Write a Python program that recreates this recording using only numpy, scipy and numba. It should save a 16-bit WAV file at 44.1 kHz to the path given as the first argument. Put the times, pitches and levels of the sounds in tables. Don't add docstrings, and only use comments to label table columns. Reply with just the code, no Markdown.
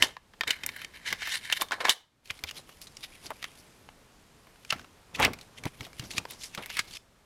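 import sys
import numpy as np
from scipy import signal
from scipy.fft import rfft, irfft, next_fast_len
from scipy.io import wavfile
from scipy.ndimage import uniform_filter1d
from numba import njit

SR = 44100
rng = np.random.default_rng(int(sys.argv[2]) if len(sys.argv) > 2 else 0)


def voltage_ratio(decibels):
    exponent = np.asarray(decibels, float) / 20
    return 10 ** exponent


def store_pcm(level_fs):
    pcm = np.round(np.clip(level_fs, -1, 1) * 32767).astype(np.int16)
    wavfile.write(sys.argv[1], SR, np.atleast_2d(pcm).T)


N = 319725
TIME = np.arange(N) / SR
SILENT_DB = -110

# t/s, peak level of the body/dB, strongest ring f/Hz, treble level/dB, rattle t60/s
CASE_CLACKS = [(0.024, 1, 2800, -22.5, 0.01), (0.034, -16, 3400, -17, 0.025),
               (0.167, -29, 1040, -34, 0.017), (0.336, -42.5, 1210, -24, 0.031),
               (0.409, -11.5, 1583, -22, 0.024), (0.435, -21, 1220, -23, 0.02),
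               (0.477, -18.5, 3480, -18, 0.02), (0.506, -9.5, 3180, -23.5, 0.03),
               (0.635, -23.5, 2240, -32, 0.033), (0.663, -20, 2280, 6.5, 0.014),
               (0.69, -21.5, 2170, -18, 0.022), (0.763, -30.5, 1700, -6.5, 0.043),
               (0.817, -26.5, 2330, -12, 0.023), (0.847, -25.5, 2450, -29, 0.014),
               (1.07, -29, 1730, -19, 0.012), (1.127, -13, 2050, -14, 0.026),
               (1.211, -41, 3030, -22, 0.025), (1.22, -22, 1740, -27.5, 0.034),
               (1.273, -21, 2060, -12, 0.055), (1.343, -24.5, 2530, -25, 0.045),
               (1.5, -17.5, 1820, -26, 0.014), (1.525, -8, 2890, -24.5, 0.035),
               (1.612, -14, 3470, -18.5, 0.043), (1.619, -14.5, 1050, -4, 0.029),
               (1.685, -36, 3380, -29.5, 0.025), (1.71, -21.5, 1150, -26, 0.018),
               (1.719, -16.5, 1630, -33, 0.057), (1.731, -22, 1110, -29.5, 0.054),
               (1.804, -21.5, 1150, -34.5, 0.075), (1.852, -11, 1130, -31, 0.025),
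               (1.868, -26, 1000, -26.5, 0.071), (1.884, -16.5, 960, -21, 0.075),
               (1.894, 0, 3460, -18.5, 0.035)]
# t/s, peak level of the body/dB, strongest ring f/Hz, treble level/dB, rattle t60/s
PAPER_SNAPS = [(2.257, -39, 2590, -20, 0.018), (2.275, -39, 2570, -20, 0.017),
               (2.307, -20.5, 2240, -33, 0.018), (2.391, -34, 2210, -15, 0.02),
               (2.438, -17.5, 2230, -14, 0.021), (2.511, -23.5, 2780, -16, 0.021),
               (2.692, -35, 1150, -11, 0.02), (2.816, -32, 4850, 0, 0.015), (2.87, -36, 3950, -25, 0.048),
               (2.969, -30, 5050, -25, 0.022), (3.008, -37, 3860, -14, 0.022),
               (3.265, -28, 4550, -24, 0.034), (3.305, -25.5, 1030, -13.5, 0.016),
               (3.427, -24.5, 2040, -20, 0.022), (3.442, -22, 1950, -20, 0.015),
               (3.889, -32, 816, -42, 0.015), (4.47, -45, 1080, -14.5, 0.022),
               (4.558, -46.5, 1470, -20, 0.018), (4.649, -35.5, 2540, -25, 0.017),
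               (4.725, -14, 1260, -17, 0.036), (4.784, -41, 1620, -28, 0.014),
               (4.795, -34, 1470, -28, 0.018), (4.814, -44, 1880, -27, 0.023),
               (4.845, -39, 1206, -30, 0.02), (5.159, -28, 4630, -19, 0.02), (5.199, -17.5, 870, -9, 0.034),
               (5.223, -15.5, 2420, -16, 0.0091), (5.249, -6, 2400, -14, 0.016),
               (5.334, -24.5, 2300, -12, 0.034), (5.388, -35.5, 2340, -29.5, 0.026),
               (5.412, -34, 3860, -17, 0.028), (5.637, -28, 2230, -31, 0.022),
               (5.655, -19, 2200, -15, 0.02), (5.808, -24.5, 2100, -23, 0.026),
               (5.867, -38, 720, -13, 0.028), (5.931, -37, 2190, -27, 0.015),
               (5.996, -21.5, 2900, -28, 0.02), (6.039, -42, 5340, -11, 0.018),
               (6.107, -27, 2470, -19, 0.026), (6.136, -31, 2830, -21, 0.022),
               (6.165, -32, 2520, -18, 0.02), (6.181, -11.5, 2570, -46, 0.028),
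               (6.253, -25.5, 980, -39, 0.0092), (6.309, -28, 2580, 4, 0.024),
               (6.549, -20.5, 2430, -13, 0.03), (6.576, -26.5, 1270, -28, 0.059),
               (6.66, -24, 2160, -3, 0.026), (6.701, -23, 2040, -28, 0.03), (6.769, -19, 2100, -12, 0.039),
               (6.792, -10, 2300, -29, 0.033), (6.91, -35, 3190, -22, 0.037)]
# firmest t/s, swell t/s, fade t/s, level/dB, centre f/Hz
INSERT_DRAGS = [(.012, 0.044, .03, -36.5, 1854), (.03, 0.012, 0.039, -20.5, 3200),
                (.429, 0.01, 0.025, -47, 1873), (.477, 0.0077, 0.087, -30.5, 1897),
                (.507, 0.032, .065, -36.5, 2300), (.66, 0.11, .3, -49.5, 2200),
                (.763, .02, 0.15, -46.5, 1735), (.85, 0.31, .008, -46, 2223), (.956, .04, .055, -43, 2155),
                (1.04, .04, .04, -51.5, 1960), (1.062, .012, 0.099, -30.5, 2100),
                (1.1, 0.052, .05, -37.5, 3233), (1.133, .1, .036, -40.5, 2118),
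                (1.227, 0.047, 0.22, -36.5, 2230), (1.351, 0.12, .04, -28, 3170),
                (1.443, 0.033, .15, -42.5, 2880), (1.535, 0.064, 0.0095, -30, 1977),
                (1.578, 0.048, 0.014, -32.5, 2985), (1.616, 0.032, 0.044, -36.5, 3400),
                (1.722, .011, 0.058, -34, 1617), (1.81, 0.015, 0.039, -35.5, 1967),
                (1.852, .01, .046, -25, 1780), (1.903, .017, 0.03, -20.5, 3364)]
# firmest t/s, swell t/s, fade t/s, level/dB, centre f/Hz
FINGER_RUBS = [(2.303, 0.0051, 0.013, -31, 2440), (2.38, 0.054, .01, -55, 3200),
               (2.492, 0.025, 0.013, -36.5, 3000), (2.572, 0.028, 0.034, -40.5, 3800),
               (2.696, .03, 0.097, -58, 3380), (2.818, 0.0054, 0.039, -45, 4650),
               (3.043, 0.018, .018, -32, 3300), (3.15, 0.072, 0.051, -55, 3000),
               (3.263, 0.036, 0.024, -46.5, 3860), (3.304, 0.036, 0.084, -67, 1400),
               (3.446, 0.054, 0.038, -46.5, 2100), (3.451, .003, 0.0073, -34, 1960),
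               (3.6, 0.088, 0.041, -61.5, 5000), (4.708, 0.0083, 0.005, -21, 3450),
               (4.728, 0.025, 0.041, -37, 1500), (4.78, 0.11, 0.11, -62, 2500),
               (5.15, .008, 0.021, -32.5, 2840), (5.2, 0.014, .05, -26.5, 1800),
               (5.228, 0.012, 0.022, -20.5, 2380), (5.254, 0.041, 0.015, -18, 2310),
               (5.418, 0.037, .05, -57.5, 2680), (5.585, 0.02, 0.014, -43.5, 2680),
               (5.681, 0.033, .013, -42.5, 2800), (5.745, 0.033, 0.027, -56.5, 2400),
               (5.795, 0.011, .03, -53, 3000), (5.855, 0.068, .03, -47, 3180),
               (5.998, 0.041, 0.082, -48.5, 3020), (6.055, 0.055, 0.037, -51.5, 4530),
               (6.116, 0.02, 0.025, -41, 4120), (6.18, 0.036, 0.0072, -34.5, 3550),
               (6.314, .025, 0.034, -39, 4040), (6.415, 0.022, 0.042, -50, 3800),
               (6.445, .05, 0.039, -41, 4900), (6.545, 0.014, .015, -40, 3000),
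               (6.585, .008, .03, -44, 1300), (6.635, .05, 0.072, -45, 2200),
               (6.701, 0.0093, 0.067, -40.5, 2920), (6.76, 0.072, 0.042, -42.5, 3530),
               (6.797, 0.054, 0.021, -30.5, 2400), (6.878, 0.0072, .05, -55.5, 3470),
               (6.92, .015, 0.078, -53.5, 3500), (6.972, 0.082, 0.004, -42, 3850)]
# t/s, level/dB
HELD_RUSTLE = [(2.235, -86), (2.255, -60), (2.6, -72), (3.1, -63.5), (3.47, -61), (3.75, -71.5),
               (4.0, -78.5), (4.6, -72), (4.69, -62.5), (4.9, -78), (5.6, -73.5), (6.25, -66), (6.9, -62),
               (6.977, -59)]
# strongest t/s, swell t/s, fade t/s, puff level/dB, boom level re puff/dB
AIR_PUSHES = [(.005, .01, 0.02, -33.5, -12), (.035, 0.015, 0.05, -51.5, 21.5), (.484, 0.022, 0.031, -43, 6),
              (.649, 0.08, 0.14, -52, -10), (1.132, 0.084, 0.036, -50.5, 2.5),
              (1.621, 0.03, 0.032, -64.5, 29.5), (1.85, 0.14, 0.11, -61.5, 22.5),
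              (2.305, 0.016, 0.041, -53, -0.5), (2.444, 0.018, 0.023, -49, 4.5),
              (2.594, 0.088, 0.021, -60.5, 8), (3.248, .03, 0.094, -51, 1),
              (3.308, 0.0068, 0.028, -52.5, 20), (4.729, 0.0064, 0.13, -44, -11),
              (5.2, 0.014, 0.12, -29, 5.5), (5.26, 0.092, 0.054, -30.5, -0.5),
              (5.31, 0.043, 0.052, -34, -16), (5.665, 0.018, 0.016, -32.5, -4),
              (5.64, 0.18, .05, -56.5, 0.), (5.817, 0.042, 0.12, -45.5, -8), (6.03, .03, 0.076, -44.5, -7),
              (6.186, 0.15, 0.076, -45.5, -3.5), (6.33, .1, 0.068, -57, 3), (6.585, 0.013, 0.067, -43.5, 4)]
# t/s, level at the start/dB, f/Hz, t60/s
DULL_BUMPS = [(.024, -29.5, 260, 0.042), (0.479, -38, 252, 0.017), (2.306, -43, 92, 0.083),
              (2.438, -38.5, 79, 0.11), (4.726, -32.5, 136, 0.039), (5.655, -25, 140, 0.072),
              (5.81, -37.5, 124, 0.09), (5.997, -30.5, 128, 0.09), (6.183, -32, 110, 0.058),
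              (6.579, -32.5, 176, 0.036)]
# t/s, f/Hz, level before flutter/dB
TILT_WHISTLE = [(3.64, 13100, -100), (3.67, 13150, -83), (3.75, 12700, -81), (3.81, 11900, -74),
                (3.85, 11000, -82), (3.87, 10500, -100)]
# f/Hz, relative level/dB, t60/s
CASE_MODES = [(1054, -7.5, 0.04), (1150, -15.5, 0.059), (1500, -27, .05), (1700, -12.5, 0.065),
              (1820, -4.5, 0.051), (2300, 5.5, 0.0074), (3140, 10, 0.0067), (3650, -4, 0.073),
              (4700, -12, 0.041), (6340, -12.5, 0.014), (8000, -6.5, 0.044)]
# f/Hz, relative level/dB
DRAG_SPECTRUM = [(290, -50), (500, -28.5), (849, -20.5), (1160, -19.5), (1670, -0.5), (2120, 1),
                 (2740, -22.5), (3900, 1), (4970, -12), (7000, -28.5), (9100, -37), (15400, -120)]
# f/Hz, relative level/dB
RUB_SPECTRUM = [(290, -21), (500, -14.5), (1140, -5), (1480, -6), (1720, -1), (2150, 4.5), (2450, 2),
                (3160, 1), (7000, -25.5), (9100, -46), (15400, -120)]
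# f/Hz, relative level/dB
SHEEN_SPECTRUM = [(2940, -31.5), (5000, 4), (8880, -1), (9770, 2.5), (12200, -3), (15500, -14.5),
                  (16300, -35.5), (16500, -67)]
# f/Hz, relative level/dB
HISS_SPECTRUM = [(12, -35.5), (20, 2.5), (128, -0.5), (305, -5), (342, -7), (416, -5.5), (465, -7),
                 (772, -9.5), (839, -9.5), (913, -9.5), (1110, -10.5), (8890, -23.5), (13900, -29.5),
                 (16500, -48.5)]
# t/s, level/dB
HISS_CURVE = [(0, -46), (.2, -65.5), (.4, -59.5), (.6, -57), (1.88, -57), (1.949, -76), (2.229, -69.5),
              (2.3, -58), (3.598, -57), (4.3, -59), (5.101, -58), (6.96, -55.5), (6.989, -63), (7.25, -62)]


def clacks():
    return blows(CASE_CLACKS, click=0.43, q=5.1, wide_db=4.0, ring_db=3.0, bass_hz=232, bass_db=-24)


def snaps():
    return blows(PAPER_SNAPS, click=3.83, q=8.9, wide_db=5.0, ring_db=SILENT_DB, bass_hz=110, bass_db=-21)


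def blows(events, click, q, wide_db, ring_db, bass_hz, bass_db):
    length = 4096
    out = np.zeros(N + length)
    t = np.arange(length) / SR
    mode_scatter_db = 3
    for s, peak_db, hz, treble_db, t60 in events:
        push = rng.standard_normal(length) * 1000. ** (-t / np.clip(t60, .003, .08))
        push[0] += click
        tick = unit(band(1. * (t == 0), 1000, 14000))
        narrow = unit(band(push, hz / (1 + 1 / q), hz * (1 + 1 / q)))
        wide = unit(band(push, hz / 2.34, min(hz * 2.7, 7000)))
        modes_db = [db + mode_scatter_db * rng.standard_normal() - 12.0 * abs(np.log2(f / hz))
                    for f, db, _ in CASE_MODES]
        ring = signal.fftconvolve(push, ringing(modes_db, length))[:length]
        ring = unit(band(ring, 540, 18000))
        body = narrow + voltage_ratio(wide_db) * wide + voltage_ratio(ring_db) * ring
        body = unit(body + voltage_ratio(-2.0 + 0.57 * treble_db) * tick)
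        crack = unit(band(push, 5000, 14000))
        thud = unit(band(push, bass_hz, 4.07 * bass_hz))
        blow = body + voltage_ratio(treble_db) * crack + voltage_ratio(bass_db) * thud
        i = int(s * SR)
        out[i:i + length] += blow * voltage_ratio(peak_db) / np.max(np.abs(body))
    return out[:N]


def ringing(modes_db, length):
    t = np.arange(length) / SR
    return sum(voltage_ratio(db) * np.sin(2 * np.pi * hz * t) * 1000. ** (-t / t60)
               for (hz, _, t60), db in zip(CASE_MODES, modes_db))


def drag():
    level_db, hz = strokes(INSERT_DRAGS, bend=1.05)
    treble_db = brightness(level_db, hz, base_db=-10, db_per_octave=9.9, db_per_db=-0.092)
    rough = scratch(600., 3.5, .002)
    hum = signal.fftconvolve(rough, ringing(np.array(CASE_MODES)[:, 1], 4096))[:N]
    hum = unit(svf(hum, np.clip(hz, 800., 7000.), 1.0))
    scrape = unit(colour(rough, DRAG_SPECTRUM))
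    body = scrape + voltage_ratio(-3) * hum + voltage_ratio(-2.0) * patch(rough, hz, 1.5, -2.5)
    return voltage_ratio(level_db) * (unit(body) + voltage_ratio(treble_db) * sheen(rough))


def rub():
    level_db, hz = strokes(FINGER_RUBS, bend=1.11)
    firm = voltage_ratio(level_db) ** 2
    faint = voltage_ratio(np.interp(TIME, *np.transpose(HELD_RUSTLE), SILENT_DB, SILENT_DB)) ** 2
    rustle_hz = 3000
    level_db = 10 * np.log10(firm + faint)
    hz = (firm * hz + faint * rustle_hz) / (firm + faint)
    treble_db = brightness(level_db, hz, base_db=-9, db_per_octave=7.0, db_per_db=-0.36)
    rough = scratch(900., 2.5, .0015)
    body = unit(colour(rough, RUB_SPECTRUM)) + voltage_ratio(2.5) * patch(rough, hz, 0.84, -0.5)
    return voltage_ratio(level_db) * (unit(body) + voltage_ratio(treble_db) * sheen(rough))


def strokes(table, bend):
    swell_db = 20
    floor = voltage_ratio(SILENT_DB) ** 2
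    power, mix = np.full(N, floor), np.full(N, floor * table[0][4])
    for s, swell_s, fade_s, db, value in table:
        near = slice(max(int((s - 1) * SR), 0), int((s + 1) * SR))
        t = TIME[near] - s
        distance = np.abs(np.where(t < 0, t / max(swell_s, .002), t / max(fade_s, .002)))
        p = voltage_ratio(db - swell_db * distance ** bend) ** 2
        power[near] += p
        mix[near] += p * value
    return 10 * np.log10(power), mix / power


def scratch(per_s, spread_db, smear_s):
    catches = rng.random(N) < per_s / SR
    sizes = voltage_ratio(spread_db * np.clip(rng.standard_normal(N), -2, 2))
    grip = signal.lfilter([1], [1, -np.exp(-1 / (smear_s * SR))], catches * sizes)
    return unit((1 + grip) * rng.standard_normal(N))


def patch(rough, hz, q, fold_db):
    hz = np.clip(hz, 800., 7000.)
    fold_hz = hz * 2 ** (.45 * wander(25))
    broad = unit(svf(svf(rough, hz, q), hz, q) / np.sqrt(hz))
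    fold = unit(svf(rough, fold_hz, 13.0) / np.sqrt(fold_hz))
    return unit(broad + voltage_ratio(fold_db) * fold)


def sheen(rough):
    bright = unit(colour(rough, SHEEN_SPECTRUM))
    drifting = unit(svf(bright, 9500 * 2 ** (0.47 * wander(12)), 3.2))
    return unit(bright + voltage_ratio(-6.0) * drifting)


def brightness(level_db, hz, base_db, db_per_octave, db_per_db):
    return base_db + db_per_octave * np.log2(hz / 2500) + db_per_db * (np.maximum(level_db, -70) + 45)


def flap():
    puff_db, boom_db = strokes(AIR_PUSHES, bend=1.0)
    puff = unit(band(scratch(60., 3., .012), 45, 320))
    boom = unit(band(scratch(69.0, 5.9, 0.0032), 360, 1200))
    return voltage_ratio(puff_db) * (puff + voltage_ratio(boom_db) * boom)


def thumps():
    out = np.zeros(N)
    for s, db, hz, t60 in DULL_BUMPS:
        t = np.clip(TIME - s, 0, None)
        out -= voltage_ratio(db) * np.sin(2 * np.pi * hz * t) * 1000. 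** (-t / t60)
    return out


def whistle():
    s, hz, db = np.transpose(TILT_WHISTLE)
    level_db = np.interp(TIME, s, db, SILENT_DB, SILENT_DB) + 3.0 * wander(80)
    phase = 2 * np.pi * np.cumsum(np.interp(TIME, s, hz)) / SR
    return voltage_ratio(level_db) * np.sin(phase)


def room(x):
    t60_s, treble_t60_s = 0.32, 0.27
    t = np.arange(SR // 2) / SR
    noise = rng.standard_normal(len(t))
    low = band(noise, 280, 6000) * 1000. ** (-t / t60_s)
    high = band(noise, 3100, 17000) * 1000. ** (-t / treble_t60_s)
    tail = (low + high) * np.clip(t / 0.0063, 0, 1)
    return signal.fftconvolve(x, tail / np.sqrt(np.sum(tail ** 2)))[:N]


def hiss():
    s, db = np.transpose(HISS_CURVE)
    return voltage_ratio(np.interp(TIME, s, db)) * unit(colour(rng.standard_normal(N), HISS_SPECTRUM))


def unit(x):
    return x / np.sqrt(np.mean(x ** 2))


def colour(x, points):
    hz, db = np.transpose(points)
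    size = next_fast_len(len(x))
    f = np.arange(size // 2 + 1) * SR / size + 1
    gain = voltage_ratio(np.interp(np.log(f), np.log(hz), db, SILENT_DB, SILENT_DB))
    return irfft(rfft(x, size) * gain, size)[:len(x)]


def band(x, lo_hz, hi_hz):
    edges = [lo_hz, min(hi_hz, .45 * SR)]
    return signal.sosfilt(signal.butter(2, edges, "band", fs=SR, output="sos"), x)


@njit
def svf(x, hz, q):
    y, b, l = np.empty(len(x)), 0., 0.
    for i in range(len(x)):
        g = np.tan(np.pi * hz[i] / SR)
        v = (b + g * (x[i] - l)) / (1 + g * (g + 1 / q))
        b, l, y[i] = 2 * v - b, l + 2 * g * v, v / q
    return y


def wander(per_s):
    k = int(SR / per_s)
    return uniform_filter1d(np.repeat(rng.standard_normal(N // k + 1), k), k)[:N]


def scene():
    near = clacks() + snaps() + drag() + rub()
    near = near + voltage_ratio(-22.5) * room(near)
    return (near + flap() + hiss() + thumps() + whistle())[None]


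def top_cut(x):
    return signal.sosfilt(signal.butter(12, 16960, fs=SR, output="sos"), x)


def record(dry):
    peak, top_hz = .9, 16000
    soft = dry / (1 + np.abs(dry / peak) ** 4) ** .25
    dull = signal.sosfilt(signal.cheby1(8, .5, top_hz, fs=SR, output="sos"), soft)
    return top_cut(dull)


dry = scene()
out = record(dry)
store_pcm(out)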